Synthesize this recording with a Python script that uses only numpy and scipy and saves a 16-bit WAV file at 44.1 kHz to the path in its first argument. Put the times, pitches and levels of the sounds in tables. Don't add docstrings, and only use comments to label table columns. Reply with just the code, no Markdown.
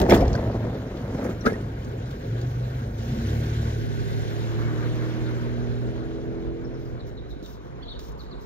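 import sys
import numpy as np
from scipy import signal
from scipy.fft import rfft, irfft, next_fast_len
from scipy.io import wavfile
from scipy.ndimage import uniform_filter1d

SR = 44100
rng = np.random.default_rng(int(sys.argv[2]) if len(sys.argv) > 2 else 0)


def log_audio(samples):
    frames = np.atleast_2d(samples).T
    limited = np.clip(frames, -1, 1)
    pcm = np.round(limited * 32767).astype(np.int16)
    wavfile.write(sys.argv[1], SR, pcm)


def gain_from_db(level_db):
    decades = np.asarray(level_db, float) / 20
    return 10 ** decades


N = 372909


def rms_one(x):
    return x / np.sqrt(np.mean(x ** 2) + 1e-20)


def in_time(rows, outside=None):
    s, *columns = np.transpose(rows)
    return [np.interp(np.arange(N) / SR, s, c, outside, outside) for c in columns]


def swell(start_s, attack_s, hold_s, release_s):
    top_s = start_s + attack_s
    end_s = top_s + hold_s
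    return in_time([(start_s, 0), (top_s, 1), (end_s, 1), (end_s + release_s, 0)])[0]


def band(x, low_hz, high_hz, order=2):
    return signal.sosfilt(signal.butter(order, [low_hz, min(high_hz, .45 * SR)], "band", fs=SR, output="sos"), x)


def drift(rate_per_s):
    every = 40
    r = np.exp(-2 * np.pi * every * rate_per_s / SR)
    white = rng.standard_normal(N // every + 2002)
    slow = signal.lfilter([1], [1, -2 * r, r * r], white)[2000:]
    return np.interp(np.arange(N) / every, np.arange(len(slow)), rms_one(slow - slow.mean()))


def coloured(spectrum, patchy_db, source=None, count=2):
    hz, db = np.transpose(spectrum)
    edges = np.geomspace(hz[0], hz[-1], int(count * np.log2(hz[-1] / hz[0])) + 2)
    white, shared, out = rng.standard_normal((2, N)), drift(15), 0
    if source is not None:
        white = white * source
    for k, (low, high) in enumerate(zip(edges, edges[1:])):
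        level_db = np.interp(np.log(low * high) / 2, np.log(hz), db)
        flicker_db = patchy_db * (0.38 * shared + drift(14.0))
        out = out + gain_from_db(level_db + flicker_db) * band(white[k % 2], low, high)
    return rms_one(out)


def resonate(x, hz, width_hz):
    r = np.exp(-np.pi * width_hz / SR)
    return signal.lfilter(np.array([1, 0, -1]) * (1 - r * r) / 2, [1, -2 * r * np.cos(2 * np.pi * hz / SR), r * r], x)


def add_at(out, start_s, sound):
    i = round(start_s * SR)
    out[i:i + len(sound)] += sound[:N - i]


def opened_out():
    return swell(3.67, 0.17, N / SR, 1)


def labouring():
    return swell(2.73, 0.37, 0.58, 0.14)


# pitch_hz, level_db [dB per Hz]
TRAFFIC_SPECTRUM = [(60, 2), (130, 4), (300, -11.5), (600, -14), (900, -5.5), (1400, -17.5), (2200, -36)]


def traffic():
    return gain_from_db(-49) * swell(7.35, 0.33, N / SR, 1) * coloured(TRAFFIC_SPECTRUM, 1.6)


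# pitch_hz, level_db, wobble_db
STREET_HUMS = [
    (59, -43.5, -3),
]


def hums():
    t = np.arange(N) / SR
    fan_gain = gain_from_db(-41 + 2.0 * drift(5)) * swell(2.7, 0.24, 1.0, 0.25)
    out = fan_gain * np.sin(2 * np.pi * 230.5 * t + 0.56 * drift(3))
    for hz, db, wobble_db in STREET_HUMS:
        out += gain_from_db(db + wobble_db * drift(2.9)) * np.sin(2 * np.pi * hz * t + 0.38 * drift(0.97))
    return out


# start_s, length_s, first_pitch_hz, last_pitch_hz, level_db
FALLING_CHIRPS = [(6.64, .022, 5900, 4900, -59), (6.74, .022, 5900, 4700, -62),
                  (6.85, .025, 5600, 4300, -64), (6.992, .03, 4200, 3750, -55),
                  (7.168, .032, 4100, 3620, -54), (7.295, .04, 4050, 3680, -55),
                  (7.432, .04, 4000, 3550, -53), (8.19, .035, 4650, 3650, -51),
                  (8.308, .035, 4650, 3500, -53)]
# time_s, pitch_hz, level_db
ARCHED_CALLS = [
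    [(7.812, 2750, -64), (7.822, 3150, -54), (7.831, 3500, -47), (7.845, 2950, -56)],
    [(7.874, 3100, -54), (7.888, 3650, -44), (7.899, 4020, -46), (7.908, 3850, -45), (7.922, 3670, -42),
     (7.934, 3200, -51), (7.948, 2980, -56), (7.962, 2800, -62)],
    [(7.818, 3950, -64), (7.833, 4570, -52), (7.846, 4150, -58), (7.866, 3720, -56), (7.882, 4120, -51),
     (7.899, 4420, -48), (7.916, 3900, -54)],
    [(7.926, 4250, -60), (7.936, 4420, -54), (7.946, 4200, -62)],
    [(7.992, 3050, -56), (8.004, 3500, -57), (8.016, 3950, -62)],
]


def sparrows():
    out = np.zeros(N)
    falls = []
    for s, d, first, last, db in FALLING_CHIRPS:
        falls.append([(s, first, db - 9), (s + .3 * d, .65 * first + .35 * last, db),
                      (s + .7 * d, .3 * first + .7 * last, db), (s + d, last, db - 9)])
    hoarse = rms_one(band(rng.standard_normal(N), 50, 280))
    for notes, rough in ((falls, .65), (ARCHED_CALLS, .12)):
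        for note in notes:
            s, hz, db = np.transpose(note)
            i = np.arange(round(s[0] * SR), round(s[-1] * SR))
            pitch_hz = uniform_filter1d(np.interp(i / SR, s, hz), size=150)
            edge = np.clip(np.minimum(i - i[0], i[-1] - i) / 130, 0, 1)
            level = gain_from_db(np.interp(i / SR, s, db)) * edge * (1 + rough * hoarse[i])
            out[i] += level * np.sin(2 * np.pi * np.cumsum(pitch_hz) / SR)
    tail = rng.standard_normal(22000) * gain_from_db(-60 * np.arange(22000) / SR / .6)
    return out + gain_from_db(-36.5) * signal.fftconvolve(out, tail)[:N]


# start_s, length_s, level_db
SHOE_SCUFFS = [(7.425, .16, -59), (7.99, .135, -57), (7.6, .1, -71), (8.17, .1, -66), (6.78, .18, -68),
               (7.06, .05, -64), (2.96, .3, -60), (8.4, .06, -64), (7.28, .08, -67)]


def scuffs():
    t, shape = np.arange(N) / SR, 0
    for s, length, db in SHOE_SCUFFS:
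        onset = np.clip((t - s) / 0.013, 0, 1)
        taper = np.clip((s + length - t) / (0.3 * length), 0, 1)
        shape = shape + gain_from_db(db) * onset * taper
    return shape * coloured([(2500, 10.0), (6000, 20.5), (10000, 2.0), (16000, 21.0)], 1.8)


def scrape():
    grit = rng.standard_normal(N)
    low_grit = gain_from_db(-53.5) * rms_one(band(grit, 600, 2100))
    high_grit = gain_from_db(-56.5) * rms_one(band(grit, 2300, 6500))
    return swell(1, 0.14, .05, .08) ** 2 * (low_grit + high_grit)


# start_s, peak_db, pitch_hz, t60_s (time to die by 60 dB)
OPEN_TICKS = [(0.001, -13, 2980, 0.004), (0.0155, -19.5, 3230, 0.041), (0.096, -18, 2360, 0.08),
              (0.105, -17, 2185, 0.072), (0.1282, -38.5, 2360, 0.04), (0.141, -19.5, 2280, 0.13),
              (0.206, -30, 2285, 0.085), (1.243, -43, 2290, 0.032), (1.412, -58.5, 5620, 0.058),
              (1.4557, -35, 4800, 0.078), (1.462, -35, 3920, 0.028), (1.611, -38.5, 2730, 0.017),
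              (1.8465, -42.5, 5570, 0.044), (2.108, -42, 3780, 0.096), (2.4143, -37, 4310, 0.04),
              (7.068, -54.5, 5130, 0.12), (7.427, -44, 3780, 0.029), (7.4608, -40.5, 3810, 0.035),
              (7.992, -37.5, 3700, 0.082), (8.1178, -48.5, 6300, 0.052)]


def ticks():
    out, t = np.zeros(N), np.arange(4000) / SR
    for (s, db, hz, t60), noise in zip(OPEN_TICKS, rng.standard_normal((len(OPEN_TICKS), 4000))):
        puff = band(noise, 2000, 20000, order=1) * gain_from_db(-60 * t / max(t60, .005))
        puff = 0.14 * puff + 0.48 * resonate(puff, hz, .5 * hz)
        add_at(out, s, gain_from_db(db + 4.0) * puff)
    return out


# start_s, peak_db, pitch_hz, t60_s
INNER_TICKS = [(.3395, -36.5, 3900, .02), (0.28, -32, 4600, .025), (0.33, -30.5, 5600, 0.028),
               (0.36, -38.5, 5600, .04), (0.97, -42, 3000, 0.066), (.554, -43.5, 3500, .03),
               (.253, -38, 3500, .03)]


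def muffled_ticks():
    out, t = np.zeros(N), np.arange(4000) / SR
    for (s, db, hz, t60), noise in zip(INNER_TICKS, rng.standard_normal((len(INNER_TICKS), 4000))):
        puff = band(noise * gain_from_db(-60 * t / max(t60, .005)), 1500, 6500, order=3)
        add_at(out, s, gain_from_db(db + 4.0) * (0.22 * puff + 0.62 * resonate(puff, hz, .5 * hz)))
    return out


# start_s, peak_db, pitch_hz, t60_s
RINGING_PARTS = [(.096, -28.5, 6580, 0.036), (0.1, -29.5, 5300, .1), (.104, -23, 3440, 0.066),
                 (.106, -22, 2180, 0.068), (.113, -8.5, 699, .1), (.123, -26, 3500, .04),
                 (0.122, -21, 2325, 0.063), (.142, -25.5, 3360, .05), (.144, -26.5, 2330, 0.066),
                 (.16, -16.5, 706, .1), (0.207, -37.5, 5140, 0.084), (.209, -34.5, 2310, .05),
                 (.499, -27.5, 644, 0.054), (.646, -36.5, 700, .05), (1.194, -33, 720, .05),
                 (.227, -36, 2290, .06), (.226, -15.5, 696, .06), (.338, -37, 4310, 0.027),
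                 (.35, -29.5, 4560, 0.024), (.351, -36, 3370, .025), (.35, -38.5, 5500, 0.028),
                 (0.351, -25, 1530, 0.036), (0.377, -35.5, 1886, .03), (1.407, -42, 5700, .08),
                 (1.414, -46, 4170, .07), (1.438, -36, 1903, 0.11), (1.446, -29, 1314, 0.11),
                 (1.456, -32, 4770, .03), (1.464, -32, 4010, .04), (1.463, -12.5, 1346, 0.055),
                 (1.464, -20.5, 1615, 0.063), (1.468, -24.5, 2095, 0.037), (1.49, -34.5, 1705, 0.14),
                 (1.492, -37, 2120, .12), (1.529, -45, 5440, .04), (1.536, -37.5, 1874, .1),
                 (3.11, -25.5, 230.7, 0.96), (3.099, -26.5, 131.6, 1), (5.68, -38.5, 63, 0.49),
                 (6.46, -26.5, 58.2, .4)]


def clinks():
    out, t = np.zeros(N), np.arange(SR // 2) / SR
    chances = rng.uniform(-1, 1, (len(RINGING_PARTS), 2, 3))
    spread, lasts = .04, .65
    for (s, db, hz, t60), (apart, start) in zip(RINGING_PARTS, chances):
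        ring = np.sin(2 * np.pi * hz * t)
        for a, b in zip(apart, start):
            ring += 0.5 * np.sin(2 * np.pi * hz * (1 + 2 * spread * a) * t + np.pi * b)
        onset = np.clip(t / (0.072 * t60), 0, 1)
        add_at(out, s, gain_from_db(db - 60 * t / (lasts * t60)) * onset * ring)
    return out


# start_s, level_db
PIN_BLOWS = [
    (0.105, -14.5),
    (0.143, -21),
    (1.461, -13),
]
# pitch_hz, level_db, t60_s
STEEL_MODES = [(1290, 0, 0.078), (1482, -1, .07), (1660, -1, 0.13), (1870, -12, 0.1), (2120, -11, .12),
               (3610, -14.5, 0.065), (5420, -17.5, .05)]


def pin():
    t = np.arange(N) / SR
    shape = sum(gain_from_db(db - 60 * np.clip(t - s, 0, 1) / 0.061) * (t > s) for s, db in PIN_BLOWS)
    burst, out = rng.standard_normal(N) * shape, 0
    for hz, db, t60 in STEEL_MODES:
        out = out + gain_from_db(db) * np.sqrt(SR * t60 / 200) * resonate(burst, hz, 2.4 / t60)
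    return out


# start_s, peak_db, pitch_hz
DEAD_BLOWS = [(.112, -15, 329), (0.118, -11.5, 420), (0.134, -12, 300), (.146, -11.5, 352),
              (.212, -13.5, 422), (.355, -11, 382), (0.3539, -19.5, 994), (1.466, -18, 800),
              (.499, -20, 620), (.645, -26.5, 566), (1.4682, -9, 331), (1.523, -15.5, 300),
              (6.477, -24.5, 108.7), (6.93, -24, 150.4)]


def dead_knocks():
    out, t = np.zeros(N), np.arange(4000) / SR
    cycles = 1.5
    for s, db, hz in DEAD_BLOWS:
        add_at(out, s, -gain_from_db(db - 60 * t * hz / cycles) * np.sin(2 * np.pi * hz * t))
    return out


# start_s, peak_db, pitch_hz, t60_s
PANEL_BLOWS = [(0.091, -19, 386, 0.04), (0.115, -9.5, 474, 0.037), (0.147, -21, 564, 0.037),
               (0.209, -19.5, 536, 0.12), (0.5, -23.5, 568, 0.03), (0.647, -33, 609, 0.037),
               (1.195, -23, 464, 0.033), (.56, -25, 298, 0.055), (1.145, -25, 301, 0.072),
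               (1.245, -26, 328, 0.061), (1.29, -25, 379, 0.078), (1.452, -20, 417, 0.042),
               (7.361, -32.5, 287, 0.076), (1.469, -13.5, 450, 0.083), (1.522, -21, 415, 0.045),
               (7.423, -29, 320, 0.074)]


def thuds():
    out, t = np.zeros(N), np.arange(12000) / SR
    for s, db, hz, t60 in PANEL_BLOWS:
        ring = np.sin(2 * np.pi * hz * t)
        ring += 0.79 * np.sin(2 * np.pi * 0.52 * hz * t)
        ring += .5 * np.sin(2 * np.pi * 1.2 * hz * t)
        add_at(out, s, gain_from_db(db - 60 * t / t60) * np.clip(t / (0.04 * t60), 0, 1) * ring)
    return out


def brake_squeak():
    start_s, length_s, pitch_hz, level_db = 4.625, .075, 2210, -48
    t = np.arange(N) / SR - start_s
    return gain_from_db(level_db) * np.sin(np.pi * np.clip(t / length_s, 0, 1)) * np.sin(2 * np.pi * pitch_hz * t)


def jolted(jolts, brightens, lasts):
    t, power = np.arange(2 * SR) / SR, 0
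    for s, db, build, t60, bright_db in jolts:
        shape_db = np.where(t < s, 30 * (s - t) / build, 60 * (t - s) / (lasts * t60))
        power = power + gain_from_db(db + brightens * bright_db - shape_db) ** 2
    return np.pad(np.sqrt(power), (0, N - 2 * SR))


# pitch_hz, width_hz, slam_level_db, latching_level_db
PANEL_MODES = [(202, 39, 3, 9.5), (263, 33, 3, 10), (320, 80, 1.5, 3.5), (440.5, 69, 3, 1),
               (486.5, 42.7, 4.5, 4), (580, 71, -2, -3), (651, 57, 1, -3.5), (824, 690, -12.5, -14.5),
               (1320, 290, -14.5, -11), (1820, 210, -24, -18), (2130, 110, -25.5, -16)]
# time_s, panel_level_db, build_up_s, t60_s, brightness_db
DOOR_JOLTS = [
    [(0.002, -18.5, 0.018, 0.22, -9.5), (0.097, -16.5, 0.018, 0.38, -2), (0.124, -13.5, 0.04, 0.37, 4.5),
     (0.21, -27.5, 0.043, 0.34, -11), (0.356, -29, 0.02, 0.12, 0.5)],
    [(1.21, -34.5, 0.59, 0.55, -8), (1.245, -26, 0.11, 0.42, -6), (1.3, -31, .04, .25, -0.5),
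     (1.468, -20, 0.032, 0.24, 0), (1.5, -31, 0.034, 0.84, -5)],
]
# pitch_hz, level_db [dB per Hz]
RATTLE_SPECTRUM = [(710, -31), (1200, -1), (2300, -13), (3740, -21), (5130, -19), (8260, -22), (9820, -16),
                   (11600, -31), (14800, -23), (16000, -35)]


def door():
    hits = rng.random(N) < 600 / SR
    knocks = hits * gain_from_db(3.5 * rng.exponential(1, N).clip(0, 4)) * rng.choice([-1, 1], N)
    rings = [(-1) ** k * resonate(knocks, hz, width) for k, (hz, width, *_) in enumerate(PANEL_MODES)]
    boom, rattle = band(rng.standard_normal(N), 38, 115), coloured(RATTLE_SPECTRUM, 3)
    slam_db, latching_db = np.transpose(PANEL_MODES)[2:]
    out = 0
    for jolts, modes_db, boom_db in zip(DOOR_JOLTS, (slam_db, latching_db), (-7.5, -19)):
        out = out + jolted(jolts, 0, 0.66) * rms_one(gain_from_db(modes_db) @ rings)
        out = out + gain_from_db(boom_db) * jolted(jolts, -0.19, 4.1) * rms_one(boom)
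        out = out + gain_from_db(-14.5) * jolted(jolts, 0.47, 0.68) * rattle
    shudder = gain_from_db(-23.5 - 60 * np.arange(N) / SR / 2.85)
    return out + shudder * rms_one(gain_from_db(slam_db) @ rings)


# pitch_hz, level_db [dB per Hz]
RUMBLE_SPECTRUM = [(14, -16.5), (30, -11.5), (49, 4.5), (81, -4.5), (119, -1.5), (168, -14), (226, -13),
                   (305, -18.5), (342, -15.5), (517, -15), (900, -38.5), (1170, -64), (1980, -120)]
CLATTER_SPECTRUM = [(470, -32.5), (800, -18), (992, 5), (1170, 2), (1490, 4), (2800, -10.5), (3640, -77.5),
                    (6160, -120)]
HISS_SPECTRUM = [(1410, 8), (2400, -0.5), (3990, 1.5), (4800, -5), (5570, -2.5), (6840, -9), (8610, -6),
                 (13500, -10.5), (14800, -12.5), (16000, -35)]


def roar(turn, bay_db, tail_db):
    gone_s = np.clip(np.arange(N) / SR - 4.0, 0, 2.5)
    tail_sweeps_past = swell(4.4, 0.13, 0.76, 0.31)
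    clatter_db = -53.5 + 0.69 * bay_db + 0.048 * tail_db + 4 * tail_sweeps_past
    hiss_db = -57 + 1.35 * bay_db + 2 * labouring()
    body_gain = np.hypot(gain_from_db(-36.5 + 0.36 * bay_db), gain_from_db(-43.5))
    clatter_gain = np.hypot(gain_from_db(clatter_db), gain_from_db(-62))
    hiss_gain = np.hypot(gain_from_db(hiss_db), gain_from_db(-64.5))

    rumble = coloured(RUMBLE_SPECTRUM, 1.4)
    deep = band(rumble, 17, 120)
    body = signal.sosfilt(signal.butter(2, 95, "high", fs=SR, output="sos"), rumble)
    puff = 1 + 0.047 * np.cos(turn)
    out = body_gain * rms_one(body) + clatter_gain * coloured(CLATTER_SPECTRUM, 1.9, puff)
    hiss = coloured(HISS_SPECTRUM, 1.3, puff, count=3)
    near = gain_from_db(-2.5 * gone_s)
    dull = signal.sosfiltfilt(signal.butter(2, 8000, fs=SR, output="sos"), hiss)
    arm_shade = gain_from_db(-4.5 * swell(2.85, .04, 0.079, .02))
    out += hiss_gain * (arm_shade * dull + near * (hiss - dull))
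    gusts_db = 6.5 * drift(0.91).clip(-1.2, .6)
    return out + gain_from_db(-43.5 + gusts_db) * rms_one(deep)


# pitch_hz, level_db
PIPE_RESONANCES = [(138, -2), (152, 0), (166, -11), (200, -11), (232, 0), (252, -1), (280, -14), (312, 1),
                   (340, 2), (368, -9), (398, 0), (425, -4), (458, -6), (490, -18)]
# order (multiple of the firing rate), start_s, length_s, level_db
HOUSE_ECHOES = [(2, 3.25, .2, 3.5), (2, 3.55, .25, 4), (4, 3.4, .45, 0), (4, 3.3, 2.5, 7), (6, 5.2, 1, 3),
                (8, 5.5, 0.43, -8), (8, 5.9, 0.86, 4), (8, 4.8, 0.26, -4.5), (9, 3.8, 0.6, -6.5),
                (4, 3.85, .45, 3.5), (9, 5.9, 0.64, 1.5), (10, 6.1, 0.55, 4), (10, 5.2, 0.57, -1),
                (11, 3.75, 1.1, 3.5), (11, 4.9, 0.65, -9), (11, 6.0, 1.4, 5.5), (12, 3.6, 1.2, -9.5),
                (12, 6.2, 0.64, 7.5), (5, 7, 0.82, 7), (7, 3.1, 0.8, -4.5), (8, 4.7, 0.78, 5),
                (10, 4.5, 0.73, -1), (6, 5.3, 0.54, 3.5), (2, 7, 2.9, -10), (7, 3.0, 0.69, -5),
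                (6, 4.2, 0.44, 0.5), (10, 4.5, 0.72, 2), (9, 5.2, 0.91, 4), (3, 6.8, .3, -1.5),
                (6, 3.1, 0.5, -6.5), (3, 3.5, .35, 0.5)]


def engine_tone(firing_hz, low_db, boom_db, upper_db):
    turn = 2 * np.pi * np.cumsum(firing_hz) / SR
    pipe_hz, pipe_db = np.transpose(PIPE_RESONANCES)
    hidden_db = -10.5 * (1 - opened_out())
    out = 0
    for k in range(1, 14):
        hz = k * firing_hz
        first = gain_from_db(-50.0) / (1 + ((hz - 42) / 9) ** 4)
        low = gain_from_db(low_db) / (1 + ((hz - 68) / 22) ** 6)
        boom = gain_from_db(boom_db) / (1 + ((hz - 116) / 15) ** 6)
        resonance_db = np.interp(hz, pipe_hz, pipe_db, left=-40, right=-40)
        upper = gain_from_db(upper_db + resonance_db + 0.7 * drift(2.5) + hidden_db * (hz > 275))
        echo_db = 0
        for order, s, d, db in HOUSE_ECHOES:
            if order == k:
                echo_db = echo_db + db * swell(s, .2 * d, 0.54 * d, 0.14 * d)
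        phase = k * (turn + .018 * drift(9.9)) + rng.uniform(0, 2 * np.pi)
        out = out + gain_from_db(echo_db) * (first + low + boom + upper) * np.sin(phase)
    t = np.arange(N) / SR
    fade = np.clip((t - .2) / 0.035, 0, 1) * np.clip((7.5 - t) / 0.29, 0, 1)
    return np.sqrt(2) * out * fade, turn


# low_hz, high_hz, lost_share (of the time)
FLICKER_BANDS = [(4850, 5150, .14), (6900, 7200, .25), (7200, 7600, .4), (7600, 8000, .75),
                 (8000, 8400, .92), (11500, 12000, .92), (12000, 12500, .7), (12500, 13100, .3),
                 (13100, 13600, .12), (14600, 15200, .2), (15200, 16000, .45), (1000, 1200, .06),
                 (5900, 6200, .06)]


def flicker(mid):
    size = next_fast_len(N)
    spectrum, hz = rfft(mid, size), np.fft.rfftfreq(size, 1 / SR)
    busy = swell(3.1, .5, 2.4, .4)
    for low, high, lost in FLICKER_BANDS:
        chance = np.repeat(rng.random(N // 1024 + 1), 1024)[:N]
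        gone = uniform_filter1d(1. * (chance < lost * (1 + 1.3 * busy * (low > 12000))), size=400)
        mid = mid - gone * irfft(spectrum * ((hz >= low) & (hz < high)), size)[:N]
    return mid


STEERING_EDGES = [15, 165, 450, 950, 1400, 2500, 17000]
# left_lean (share), wander_rad, wander_rate_per_s
SIDE_PHASES = [(-.35, .25, 20), (-.1, .3, 20), (.1, .5, 25), (.4, 1.0, 60), (.25, 1.5, 90), (.02, 1.3, 130)]
# before_opening_db, after_opening_db, spread_share, bay_nearness_share
SIDE_LEVELS = [(-45, 3, -0.1, 0.024), (-17, -5, 0.18, 0), (-3.5, 0, 0.91, 0), (2, 6.5, 1, 0.54)]
# burst_db, tilt_db [dB per octave]
UNSETTLED_SIDES = [(13, 3), (4, 7), (0, 0), (0, 0), (0, 0), (0, 0)]
# time_s, spread_db
FIELD_SPREAD = [(0, 2.5), (.15, -6), (1.3, -3.5), (1.7, 3.5), (2.2, 5), (3.2, 4), (3.6, 5), (4.2, 2),
                (4.6, -6.5), (5.0, -9), (5.5, -2.5), (6.2, -2.5), (7.0, 1), (7.4, 6), (8.45, 5.5)]
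# start_s, length_s, level_db
HOLLOW_FILLS = [
    (0, .002, 0),
    (1.456, .014, -16),
]


def ports(sound, bay_db):
    size, ceiling = next_fast_len(N), .68
    spectrum, hz = rfft(ceiling * np.tanh(sound / ceiling), size), np.fft.rfftfreq(size, 1 / SR)
    mid, side = 0, 0
    opened, (spread_db,), bursts = opened_out(), in_time(FIELD_SPREAD), drift(6.1)
    widths_db = []
    for before, after, a, b in SIDE_LEVELS:
        widths_db.append(before + (after - before) * opened + a * spread_db + b * bay_db)
    widths_db += [-0.5, 1.5]
    bands = zip(STEERING_EDGES, STEERING_EDGES[1:], SIDE_PHASES, widths_db, UNSETTLED_SIDES)
    for low, high, (lean, wander, rate), db, (burst_db, tilt_db) in bands:
        edges = np.geomspace(low, high, int(1.5 * np.log2(high / low)) + 2)
        for a, b in zip(edges, edges[1:]):
            unsettled_db = burst_db * bursts + tilt_db * np.log2(a * b / low / high) / 2
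            share = np.arctan(gain_from_db(db + (1 - opened) * unsettled_db))
            part = spectrum * ((hz >= a) & (hz < b))
            straight, quarter = irfft(part, size)[:N], irfft(1j * part, size)[:N]
            phase = np.arccos(lean) + wander * drift(rate)
            mid = mid + np.cos(share) * straight
            side = side + np.sin(share) * (np.cos(phase) * straight + np.sin(phase) * quarter)
    hole = signal.cheby2(5, 28, [8300, 11700], "stop", fs=SR, output="sos")
    blind = flicker(signal.sosfiltfilt(hole, mid))
    leak = sum(gain_from_db(db) * swell(s, 0.0014, length, 0.004) for s, length, db in HOLLOW_FILLS)
    mid = blind + leak * (mid - blind)
    return np.sqrt(2) * np.array([mid + side, mid - side])


# time_s, firing_rate_hz
ENGINE_SPEED = [(0.4, 23.0), (1.0, 22.1), (1.4, 22.2), (2.0, 20.9), (2.2, 21.7), (2.46, 24.2), (2.8, 25.3),
                (2.97, 26.8), (3.38, 37.7), (3.55, 38.0), (3.95, 36.1), (4.2, 36.3), (4.78, 38.9),
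                (5.2, 39.7), (5.5, 39.8), (6.7, 42.0), (6.9, 41.5), (7.2, 38)]
# time_s, exhaust_load_db, bay_nearness_db, tailpipe_facing_db
BUS_DRIVE = [(0.3, 1, 4.5, 0), (0.55, 7.5, 2, 8.5), (0.95, -2, 0.5, 0), (1.5, -1.5, 0, -2),
             (2.2, -3.5, 1, -4), (2.35, 9.5, 2.5, -5), (2.95, 2.5, 1.5, -5), (3.3, 9.5, 6.5, 9.5),
             (3.8, 7, 5, 4), (4.3, 6, 6.5, 2.5), (4.7, 10, 5, 6.5), (5.15, 7.5, 5, 5.5), (5.85, 8, 1, 8),
             (6.22, -8, -2, 5.5), (6.6, -1.5, -5.5, 7), (6.85, 1.5, -6.5, 4.5), (6.97, -3.5, -7, -6),
             (7.45, -12, -19, -6)]


def scene():
    load_db, bay_db, tail_db = in_time(BUS_DRIVE)
    lug = labouring()
    low_db = -46.5 + 0.21 * load_db + 9.5 * lug
    boom_db = -37 + load_db
    upper_db = -49.5 + tail_db + 3.5 * lug
    tone, turn = engine_tone(*in_time(ENGINE_SPEED), low_db, boom_db, upper_db)
    street = traffic() + hums() + sparrows() + scuffs()
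    latch = scrape() + ticks() + muffled_ticks() + clinks() + pin()
    blows = dead_knocks() + thuds() + door()
    bus = brake_squeak() + roar(turn, bay_db, tail_db) + gain_from_db(-1.5) * tone
    return ports(street + latch + blows + bus, bay_db)


def roll_off(x):
    return signal.sosfilt(signal.butter(12, 16250, fs=SR, output="sos"), x)


def record(dry):
    top = signal.ellip(10, .5, 70, 15700, fs=SR, output="sos")
    return roll_off(signal.sosfilt(top, dry))


dry = scene()
out = record(dry)
log_audio(out)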